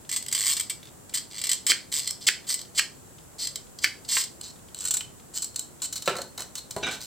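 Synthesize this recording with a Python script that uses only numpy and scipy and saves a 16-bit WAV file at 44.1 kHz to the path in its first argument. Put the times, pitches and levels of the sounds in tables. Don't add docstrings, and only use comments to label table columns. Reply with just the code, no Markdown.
import sys
import numpy as np
from scipy import signal
from scipy.fft import rfft, irfft, next_fast_len
from scipy.io import wavfile

SR = 44100
rng = np.random.default_rng(int(sys.argv[2]) if len(sys.argv) > 2 else 0)


def int16_out(signal):
    q = np.round(np.clip(np.atleast_2d(signal).T, -1, 1) * 32767)
    wavfile.write(sys.argv[1], SR, q.astype(np.int16))


N = 311331
TIME = np.arange(N) / SR
SIZE = next_fast_len(N + SR // 4, True)
FREQ = np.fft.rfftfreq(SIZE, 1 / SR)


def amp(db):
    return 10 ** (np.asarray(db) / 20)


def unit(x):
    return x / np.sqrt(np.mean(x ** 2) + 1e-20)


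def along(points, hz=FREQ):
    point_hz, values = np.transpose(points)
    return np.interp(np.log(hz + 1), np.log(point_hz + 1), values)


def filtered(x, response):
    return irfft(rfft(x, SIZE) * response, SIZE)[..., :N]


def causal(gain):
    cepstrum = irfft(np.log(np.maximum(gain, 1e-6)), SIZE)
    cepstrum[1:SIZE // 2] *= 2
    cepstrum[SIZE // 2 + 1:] = 0
    return np.exp(rfft(cepstrum)) / np.sqrt(np.mean(gain ** 2))


def ringing(modes):
    response = 1
    for hz, width_hz, db in modes:
        damping = 1j * FREQ * width_hz
        response = response + amp(db) * damping / (hz * hz - FREQ ** 2 + damping)
    return np.abs(response)


def add(track, s, x):
    i = int(np.clip(round(s * SR), 0, N - 1))
    track[..., i:i + x.shape[-1]] += x[..., :N - i]


def grit(count):
    return np.resize(rng.standard_normal(SR // 4), count)


def burst(length, fall_db):
    t = np.arange(int(3 * length * SR) + 2) / SR
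    shape = amp(-abs(fall_db) * t / length - 9.9 * np.maximum(t / length - 1, 0))
    return unit(grit(len(t)) * shape) * np.sqrt(3)


def tick(length, strike_share, rise_s):
    t = np.arange(int(3 * length * SR) + 2) / SR
    fall = amp(-8 * t / length - 11 * np.maximum(t / length - 1, 0))
    rattle = grit(len(t)) * fall * (1 - np.exp(-t / rise_s))
    share = np.clip(strike_share, 0, 1)
    force = np.sqrt(1 - share) * rattle / np.linalg.norm(rattle)
    force[min(int(rise_s * SR), len(t) - 1)] += np.sqrt(share)
    return force * np.sqrt(length * SR)


def stick_slip(length, rate, swell_db, jitter, slip_s, grit_db, rise_s):
    t = np.arange(int(max(length, .002) * SR)) / SR
    gaps = np.exp(jitter * rng.standard_normal(256)) / rate
    starts = np.cumsum(gaps) - gaps[0]
    last = np.searchsorted(starts, t, "right") - 1
    sizes = amp(rng.normal(0, 0.95, len(starts)))
    shape = sizes[last] * np.exp(-(t - starts[last]) / slip_s) + amp(grit_db)
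    pressure = amp(swell_db * t / length) * (1 - np.exp(-t / rise_s))
    return unit(grit(len(t)) * shape * pressure)


# (frequency [Hz], relative level [dB])
HUSH_TONE = [(15, -41), (25, -11.5), (130, -3.5), (161, -5.5), (236, -7), (439, -10), (476, -11),
             (641, -14), (695, -14), (1740, -22), (2220, -27), (3080, -27.5), (4870, -28.5), (7710, -24.5),
             (16000, -28.5)]
# (frequency [Hz], correlation [-1 to 1])
HUSH_LIKENESS = [(60, 0.29), (180, 0.11), (550, 0.038), (1650, 0.12), (4970, 0.067), (15000, -0.2)]
HUSH_DB = -51.5


def hush():
    turn = np.arccos(np.clip(along(HUSH_LIKENESS), -1, 1)) / 2
    low_cut = 1 / np.sqrt(1 + (38 / (FREQ + 1)) ** 8)
    colour = amp(along(HUSH_TONE)) * ringing([(7630, 1200, 4.2)]) * low_cut
    balance = np.array([np.cos(turn), np.sin(turn)])
    mid, side = filtered(rng.standard_normal((2, N)), colour * balance)
    return amp(HUSH_DB) * np.array([mid + side, mid - side]) / np.std(mid)


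# (frequency [Hz], t60 [s])
ROOM_DECAY = [(150, 0.42), (600, 0.3), (2000, 0.27), (5000, 0.29), (8000, 0.24), (15000, 0.19)]
# (frequency [Hz], side against mid [dB])
ROOM_WIDTH = [(300, -25), (1500, -22), (4000, -7), (8000, -2.5), (14000, 3.5)]


def room(x, wet_db):
    out, step = np.zeros((2, N)), SR // 4
    for i in range(0, N, step):
        hz, t, spectrum = signal.stft(rng.standard_normal((2, SR // 3)), SR, nperseg=256)
        build = 1 - np.exp(-t / 0.0005)
        decay = amp(-60 * t / along(ROOM_DECAY, hz)[:, None])
        tail = signal.istft(spectrum * build * decay, SR, nperseg=256)[1]
        tail = tail / np.linalg.norm(tail[0])
        add(out, i / SR, signal.fftconvolve(x[None, i:i + step], tail, axes=1))
    mid, side = out[0], filtered(out[1], amp(along(ROOM_WIDTH)))
    return amp(wet_db) * np.array([mid + side, mid - side])


# (frequency [Hz], side against mid [dB])
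PORT_WIDTH = [(300, -23), (1500, -19), (4000, -12), (8000, -10.5), (14000, -4)]
PORT_RIPPLE_HZ = 4100


def ports(x):
    ripple = np.sqrt(2) * np.cos(2 * np.pi * FREQ / PORT_RIPPLE_HZ)
    side = filtered(x, 1j * amp(along(PORT_WIDTH)) * ripple)
    return np.array([x + side, x - side])


# (frequency [Hz], relative level [dB])
TAP_TONE = [(300, -1), (1200, -14), (3300, 3), (4500, -3.5), (8000, -9), (16000, -32)]
TAPS_PER_S, TAP_DB, TAP_SPREAD_DB = 5, -63, 3


def taps():
    force = np.zeros(N)
    times = np.cumsum(rng.exponential(size=128)) / TAPS_PER_S
    for s, spread in zip(times, rng.standard_normal(size=128)):
        touch = amp(TAP_DB + TAP_SPREAD_DB * spread) * burst(0.005, fall_db=4)
        if s < TIME[-1]:
            add(force, s, touch)
    return filtered(force, causal(amp(along(TAP_TONE))))


# (time [s], level [dB], pitch [Hz],
# t60 [s])
PING_CUES = [(0.83, -41.5, 3520, 0.036), (0.855, -44, 3570, 0.03), (0.872, -46, 3530, 0.027),
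             (1.699, -32.5, 364, 0.054), (4.17, -27, 1070, 0.037), (4.1697, -21.5, 2830, 0.042),
             (5.008, -28.5, 3045, 0.048)]


def pings():
    t, out = np.arange(SR // 4) / SR, np.zeros(N)
    for s, db, hz, t60 in PING_CUES:
        ring = np.sin(2 * np.pi * hz * t) * (1 - np.exp(-t / 0.0002))
        add(out, s, amp(db - 60 * t / t60) * ring)
        around_pitch = signal.butter(1, [0.5 * hz, 1.8 * hz], "band", fs=SR)
        click = tick(0.0067, strike_share=0.29, rise_s=0.0004)
        add(out, s, amp(db) * signal.lfilter(*around_pitch, click))
    return out


# (time [s], level [dB])
SCRAPE_LEVEL = [(6.822, -57), (6.833, -29), (6.855, -44), (6.873, -32.5), (6.893, -44), (6.918, -40),
                (6.955, -45.5), (6.98, -55)]
# (frequency [Hz], relative level [dB])
SCRAPE_TONE = [(30, -30), (60, -13), (190, 0), (450, -1), (750, -0.5), (1100, -10), (1500, 2), (1950, -3.5),
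               (2400, -10), (2800, 1.5), (3650, 0), (4500, -10), (6000, -4.5), (9000, -23), (14000, -37)]
# (start [s], end [s], peak level [dB], tilt [dB per octave])
SQUEAL_CUES = [(6.827, 6.873, -34, 8), (6.866, 6.913, -29, -3)]
# (pitch [Hz], relative level [dB], glide [share of the pitch])
SQUEAL_PARTS = [(1493, -2.5, 0.075), (2330, -1.5, -0.02), (3750, -7, -0.052)]


def slide(waver_hz, judder_db):
    s, scrape_db = np.transpose(SCRAPE_LEVEL)
    wobble = unit(filtered(rng.standard_normal(N), FREQ < 130))
    scrape = unit(filtered(rng.standard_normal(N), amp(along(SCRAPE_TONE))))
    level = amp(np.interp(TIME, s, scrape_db) + judder_db * wobble)
    out = level * scrape * (TIME > s[0]) * (TIME < s[-1])
    for start, end, db, tilt_db in SQUEAL_CUES:
        u = np.linspace(0, 1, int(max(end - start, .005) * SR))
        local_wobble = wobble[int(start * SR):][:len(u)]
        for centre_hz, tone_db, glide in SQUEAL_PARTS:
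            ratio = centre_hz / SQUEAL_PARTS[0][0]
            hz = centre_hz * (1 + glide * (u - .5)) + waver_hz * ratio * local_wobble
            swell = amp(db + tone_db + tilt_db * np.log2(ratio)) * np.sin(np.pi * u)
            add(out, start, swell * np.sin(2 * np.pi * np.cumsum(hz) / SR))
    return out


# (time [s], relative level [dB], softness corner [Hz])
KNOCK_CUES = [(6.076, -16.5, 7200), (6.154, -29.5, 2500), (6.185, -24, 1010), (6.38, -38, 2000),
              (6.397, -34, 1800), (6.7638, -21.5, 850), (6.868, -28, 3000), (6.887, -28.5, 600)]
ROCK_S, ROCK_DB, ROCK_SOFTER = 0.02, -10, 0.75


def landings():
    rocks = [(s + ROCK_S, db + ROCK_DB, hz * ROCK_SOFTER) for s, db, hz in KNOCK_CUES]
    return list(KNOCK_CUES) + rocks


# (frequency [Hz], relative level [dB])
WOOD_TONE = [(40, -27), (120, 5), (250, -8), (390, 2.5), (600, 2), (800, 1), (1000, 3), (1320, 0),
             (1800, -0.5), (3000, 1.5), (5000, -11), (9000, -19.5), (16000, -5.5)]
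# (frequency [Hz], width [Hz], level over the broad response [dB])
BOARD_MODES = [(386, 30, 6), (513, 30, 2), (1236, 30, 2), (1329, 40, 10), (3080, 60, 1)]
# (frequency [Hz], relative level [dB])
GRIP_TONE = [(30, -30), (60, -2), (150, -4.5), (380, 0), (520, 4), (720, 3.5), (1050, 0), (1400, 3.5),
             (2200, -1), (4000, -14), (9000, -9.5), (16000, -29)]
HARD_HZ = 7600


def knocks(level_db):
    hard, dull = np.zeros((2, N))
    for s, db, corner_hz in landings():
        soft = signal.butter(2, min(corner_hz, SR / 3), fs=SR)
        contact = tick(0.009, strike_share=0.35, rise_s=0.00093)
        blow = amp(db + level_db) * signal.lfilter(*soft, contact)
        share = np.clip(corner_hz / HARD_HZ, 0, 1)
        add(hard, s, share * blow)
        add(dull, s, (1 - share) * blow)
    boards = filtered(hard, causal(amp(along(WOOD_TONE)) * ringing(BOARD_MODES)))
    return boards + filtered(dull, causal(amp(along(GRIP_TONE))))


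# (frequency [Hz], relative level [dB])
CLINK_TONE = [(500, -34), (3000, -1), (4200, 0), (8000, 4), (10000, -6), (16000, -7)]
# (frequency [Hz], width [Hz], level over the broad response [dB])
FREE_MODES = [(1480, 55, 8), (3030, 57, 8.5), (3940, 80, 15.5), (4230, 92, 18.5), (6200, 66, -30),
              (7260, 180, -1), (7500, 450, -6), (8130, 510, 4)]


def clinks(level_db):
    force = np.zeros(N)
    for s, db, _ in landings():
        add(force, s, amp(db + level_db) * burst(0.0084, fall_db=23))
    return filtered(force, causal(amp(along(CLINK_TONE)) * ringing(FREE_MODES)))


# (time [s], relative level of the push [dB], relative level of the sheet's shiver [dB])
SNAP_CUES = [(1.7187, -7, -31), (2.288, -5, -27), (2.795, -10.5, -25.5), (3.8436, -6, -22.5),
             (4.1691, -17, -29)]
# (frequency [Hz], relative level [dB])
SHIVER_TONE = [(300, -37), (420, -17), (800, -34), (1300, -21), (1650, 3), (2050, 0), (2550, -4), (3050, 1),
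               (3700, -13), (4400, -1), (8000, -19), (16000, -37)]
SHIVER_T60_S = 0.085


def shiver():
    t, force = np.arange(SR // 4) / SR, np.zeros(N)
    for s, _, db in SNAP_CUES:
        add(force, s, amp(db - 60 * t / SHIVER_T60_S) * grit(len(t)))
    return filtered(force, causal(amp(along(SHIVER_TONE))))


# (frequency [Hz], relative level [dB])
SNAP_TONE = [(100, -37), (350, -15), (750, -24), (1200, -13), (1700, 3), (2200, 5), (2700, -1.5),
             (3200, -12), (5000, -6.5), (8000, -13.5), (11000, -20), (16000, -23)]
# (frequency [Hz], width [Hz], level over the broad response [dB])
STEEL_MODES = [(1130, 60, -6), (2010, 30, 4), (2304, 45, 2), (2790, 38, 0), (3076, 55, 4), (3205, 43, 4),
               (3406, 43, 0), (4197, 38, 6), (4295, 35, 3), (4555, 150, 0), (4805, 45, 5), (5250, 32, 6),
               (7440, 150, -1), (7950, 200, -1), (8390, 120, 0), (14800, 1500, 2)]


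def snaps(chatter_db, ring_db):
    push, chatter = np.zeros(N), np.zeros(N)
    for s, db, _ in SNAP_CUES:
        add(push, s, amp([db]))
        add(chatter, s, amp(db + chatter_db) * burst(0.0019, fall_db=-3))
    colour = amp(along(SNAP_TONE))
    crack = causal(colour)
    crack /= np.abs(irfft(crack, SIZE)).max()
    damped = causal(colour * np.sqrt(ringing(STEEL_MODES)))
    return amp(2.5) * filtered(push, crack) + filtered(chatter + amp(ring_db) * push, damped)


# (start [s], end [s], relative level [dB])
CUT_CUES = [(1.695, 1.715, -18), (2.266, 2.288, -19), (2.776, 2.798, -20.5), (3.836, 3.847, -24.5)]
# (frequency [Hz], relative level [dB])
SHEAR_TONE = [(100, -29), (350, -20), (800, -26), (1200, -10), (1650, -18), (2100, 2), (2600, -11),
              (3200, 3.5), (3800, -4.5), (4500, 3), (6500, -4), (7900, 4.5), (10000, -16.5), (16000, -18.5)]


def cuts(level_db):
    force = np.zeros(N)
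    for s, end, db in CUT_CUES:
        crunch = stick_slip(end - s, 1000, swell_db=1.0, jitter=0.32, slip_s=0.0013,
                            grit_db=-10, rise_s=0.0017)
        add(force, s, amp(db + level_db) * crunch)
    return filtered(force, causal(amp(along(SHEAR_TONE)) * np.sqrt(ringing(STEEL_MODES))))


# (time [s], middle modes [dB], low modes [dB])
MODE_BALANCE = [(0.1, -6, -8.5), (0.5, -9, -7.5), (0.7, -10.5, -7.5), (1.45, -4, -7), (2.3, -4, -11),
                (3.6, -0.5, -11.5), (4.3, -4, -10.5), (4.9, -10.5, -12), (5.5, -6.5, -17), (6.0, -7, -9.5),
                (7.0, -6, -10)]
USUAL_DB = -30
MIDDLE_LAG, LOW_LAG = 0.38, 0.21


def weights(s, db):
    times, middle_db, low_db = np.transpose(MODE_BALANCE)
    harder = db - USUAL_DB
    middle = db + np.interp(s, times, middle_db) - MIDDLE_LAG * harder
    low = db + np.interp(s, times, low_db) - LOW_LAG * harder
    return amp([[db], [middle], [low]])


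# (lower edge [Hz], upper edge [Hz])
MODE_BANDS = [(6300, 20000), (3600, 6300), (900, 3600)]


def steel(force, colour, modes):
    body = amp(along(colour)) * ringing(modes)
    out = 0
    for drive, (low_hz, high_hz) in zip(force, MODE_BANDS):
        band = 1 / np.sqrt((1 + (low_hz / (FREQ + 1)) ** 10) * (1 + (FREQ / high_hz) ** 20))
        out = out + filtered(drive, causal(body * band))
    return out


# (time [s], length [s], relative level [dB])
TICK_CUES = [(0.092, 0.0095, -30), (0.114, 0.0044, -24), (0.125, 0.023, -28), (0.162, 0.014, -23.5),
             (0.225, 0.0025, -28), (0.263, 0.0035, -30), (0.283, 0.0065, -29), (0.314, 0.0044, -30),
             (0.3253, 0.0085, -18.5), (0.3485, 0.01, -21), (0.567, 0.015, -26), (0.597, 0.0064, -21.5),
             (0.6076, 0.0045, -21), (0.6973, 0.016, -27), (1.0947, .005, -44), (1.1722, 0.013, -27.5),
             (1.382, 0.012, -36), (1.415, .0055, -28), (1.4386, 0.011, -25.5), (1.455, 0.0033, -29),
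             (1.469, 0.0046, -23.5), (1.492, 0.01, -21), (1.515, 0.0077, -17.5), (1.5316, 0.0031, -18.5),
             (1.666, 0.013, -20), (2.074, 0.0046, -22), (2.1084, 0.0018, -20), (2.541, 0.0057, -21),
             (2.614, 0.0036, -34), (3.471, 0.0038, -23), (3.5573, 0.0045, -26.5), (3.7874, 0.005, -38),
             (4.0486, 0.0047, -44), (4.088, 0.0074, -31.5), (4.238, 0.0056, -28), (4.4107, 0.0034, -30.5),
             (4.7455, 0.0015, -27.5), (4.805, 0.0058, -31), (4.852, 0.0061, -24), (4.882, 0.0051, -24),
             (4.907, .008, -18.5), (4.938, .01, -20), (4.968, 0.0081, -22), (5.383, 0.0029, -24.5),
             (5.42, 0.013, -27), (5.443, 0.0029, -22.5), (5.543, .003, -45), (5.5587, 0.0051, -22.5),
             (5.592, 0.0038, -21), (5.818, 0.0084, -26.5), (5.925, 0.012, -30), (5.956, 0.014, -30),
             (5.977, 0.0054, -32.5), (6.0205, 0.0071, -32), (6.057, 0.026, -35), (6.165, 0.0077, -33),
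             (6.216, 0.0053, -32), (6.376, 0.0066, -31.5), (6.5528, 0.0057, -28.5), (6.581, 0.0039, -34),
             (6.7076, .0057, -29.5), (6.911, 0.04, -37.5)]
# (start [s], end [s], slip rate [per s], swell [dB], relative level [dB])
STROKE_CUES = [(0.356, 0.47, 103, 2.5, -25.5), (0.458, 0.539, 142, -2, -21.5), (1.137, 1.164, 540, 2, -24),
               (1.302, 1.406, 100, 8, -41.5), (1.67, 1.695, 190, 14, -26), (1.917, 2.003, 141, -1.5, -26),
               (2.009, 2.112, 88, 0, -39.5), (2.207, 2.26, 210, -1, -44.5), (2.466, 2.503, 460, 12, -32),
               (2.489, 2.532, 142, -2, -25), (2.574, 2.604, 73, 2, -40), (2.746, 2.795, 520, 14, -31.5),
               (3.382, 3.406, 380, 10, -37), (3.406, 3.458, 360, 0, -31.5), (3.814, 3.854, 600, 15, -32.5),
               (4.079, 4.108, 340, 12, -30.5), (4.108, 4.22, 270, -2, -23.5), (4.429, 4.516, 186, -10, -44),
               (4.758, 4.883, 94, 16.5, -34), (5.335, 5.379, 233, 17, -28), (5.825, 5.862, 380, -1, -29),
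               (6.392, 6.437, 69, -6, -35), (6.557, 6.592, 250, 4, -38.5), (7.005, 7.059, 120, -11, -39)]
# (frequency [Hz], relative level [dB])
SHEET_RUB_TONE = [(410, -51.5), (700, -43), (1060, -14), (1350, -20), (2080, -6.5), (2490, -15),
                  (3990, -3.5), (4380, -0.5), (6570, -6.5), (7690, 1.5), (8530, -0.5), (9480, -16),
                  (11200, -19), (14400, -13.5), (16000, -35)]
AIR_RUB_TONE = [(400, -70), (800, -15), (1450, -21), (2400, -19), (2900, -16.5), (4100, -15.5), (4700, -9),
                (6500, -8.5), (7700, 0), (9300, -18), (12000, -21), (14800, -12), (16000, -37)]
FLAT_RUB_TONE = [(400, -49), (900, -5), (1500, -10.5), (3200, -8), (4200, -2.5), (5500, -2), (7800, -3.5),
                 (9500, -14), (12000, -13), (15000, -12), (16000, -21)]
FREE_S, FLAT_S = 4.3, 5.9
LOADED_RISE_S, LOOSE_RISE_S = 0.0003, 0.001587
REBOUND_S, REBOUND_DB = 0.015, -22


def blades(tick_db, stroke_db):
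    force = np.zeros((3, N))
    for s, length, db in TICK_CUES:
        rise_s = LOADED_RISE_S if s < FREE_S else LOOSE_RISE_S
        rebound_at = s + REBOUND_S * np.exp(0.3 * rng.standard_normal())
        slip = tick(length, strike_share=0.087, rise_s=rise_s)
        add(force, s, amp(tick_db) * weights(s, db) * slip)
        rebound = tick(0.0018, strike_share=0.11, rise_s=rise_s)
        add(force, rebound_at, amp(tick_db) * weights(s, db + REBOUND_DB) * rebound)
    for s, end, rate, swell_db, db in STROKE_CUES:
        rub = stick_slip(end - s, rate, swell_db, jitter=0.12, slip_s=0.0019,
                         grit_db=-18, rise_s=0.0023)
        add(force, s, amp(stroke_db) * weights(s, db) * rub)
    free, flat = TIME > FREE_S, TIME > FLAT_S
    cutting = steel(force * ~free, SHEET_RUB_TONE, STEEL_MODES)
    in_air = steel(force * (free & ~flat), AIR_RUB_TONE, FREE_MODES)
    lying_flat = steel(force * flat, FLAT_RUB_TONE, FREE_MODES)
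    return cutting + in_air + lying_flat


# (frequency [Hz], left against right [dB])
STEREO_LEAN = [(60, 0), (110, -3), (200, 1.5), (380, -0.5), (700, -1.5), (1290, -0.5), (2380, -3),
               (4400, 0), (8120, -0.5), (15000, 1)]


def scene():
    rubbing = blades(tick_db=-3.0, stroke_db=-4.5) + pings() + taps()
    shearing = cuts(level_db=0.5)
    snapping = snaps(chatter_db=-21.5, ring_db=-1) + shiver()
    table = knocks(level_db=-3) + slide(waver_hz=34.3, judder_db=1.0) + clinks(level_db=-22.5)
    to_room = rubbing + amp(-0.5) * shearing + amp(-1.5) * snapping + amp(4.5) * table
    echoes = room(to_room, wet_db=-7)
    near = ports(rubbing + shearing + snapping + table) + echoes
    lean_db = along(STEREO_LEAN)
    return filtered(near, amp(np.array([lean_db, -lean_db]) / 2)) + hush()


TOP_HZ = 16200


def record(dry):
    return filtered(dry, 1 / np.sqrt(1 + (FREQ / TOP_HZ) ** 200))


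dry = scene()
out = record(dry)
int16_out(out)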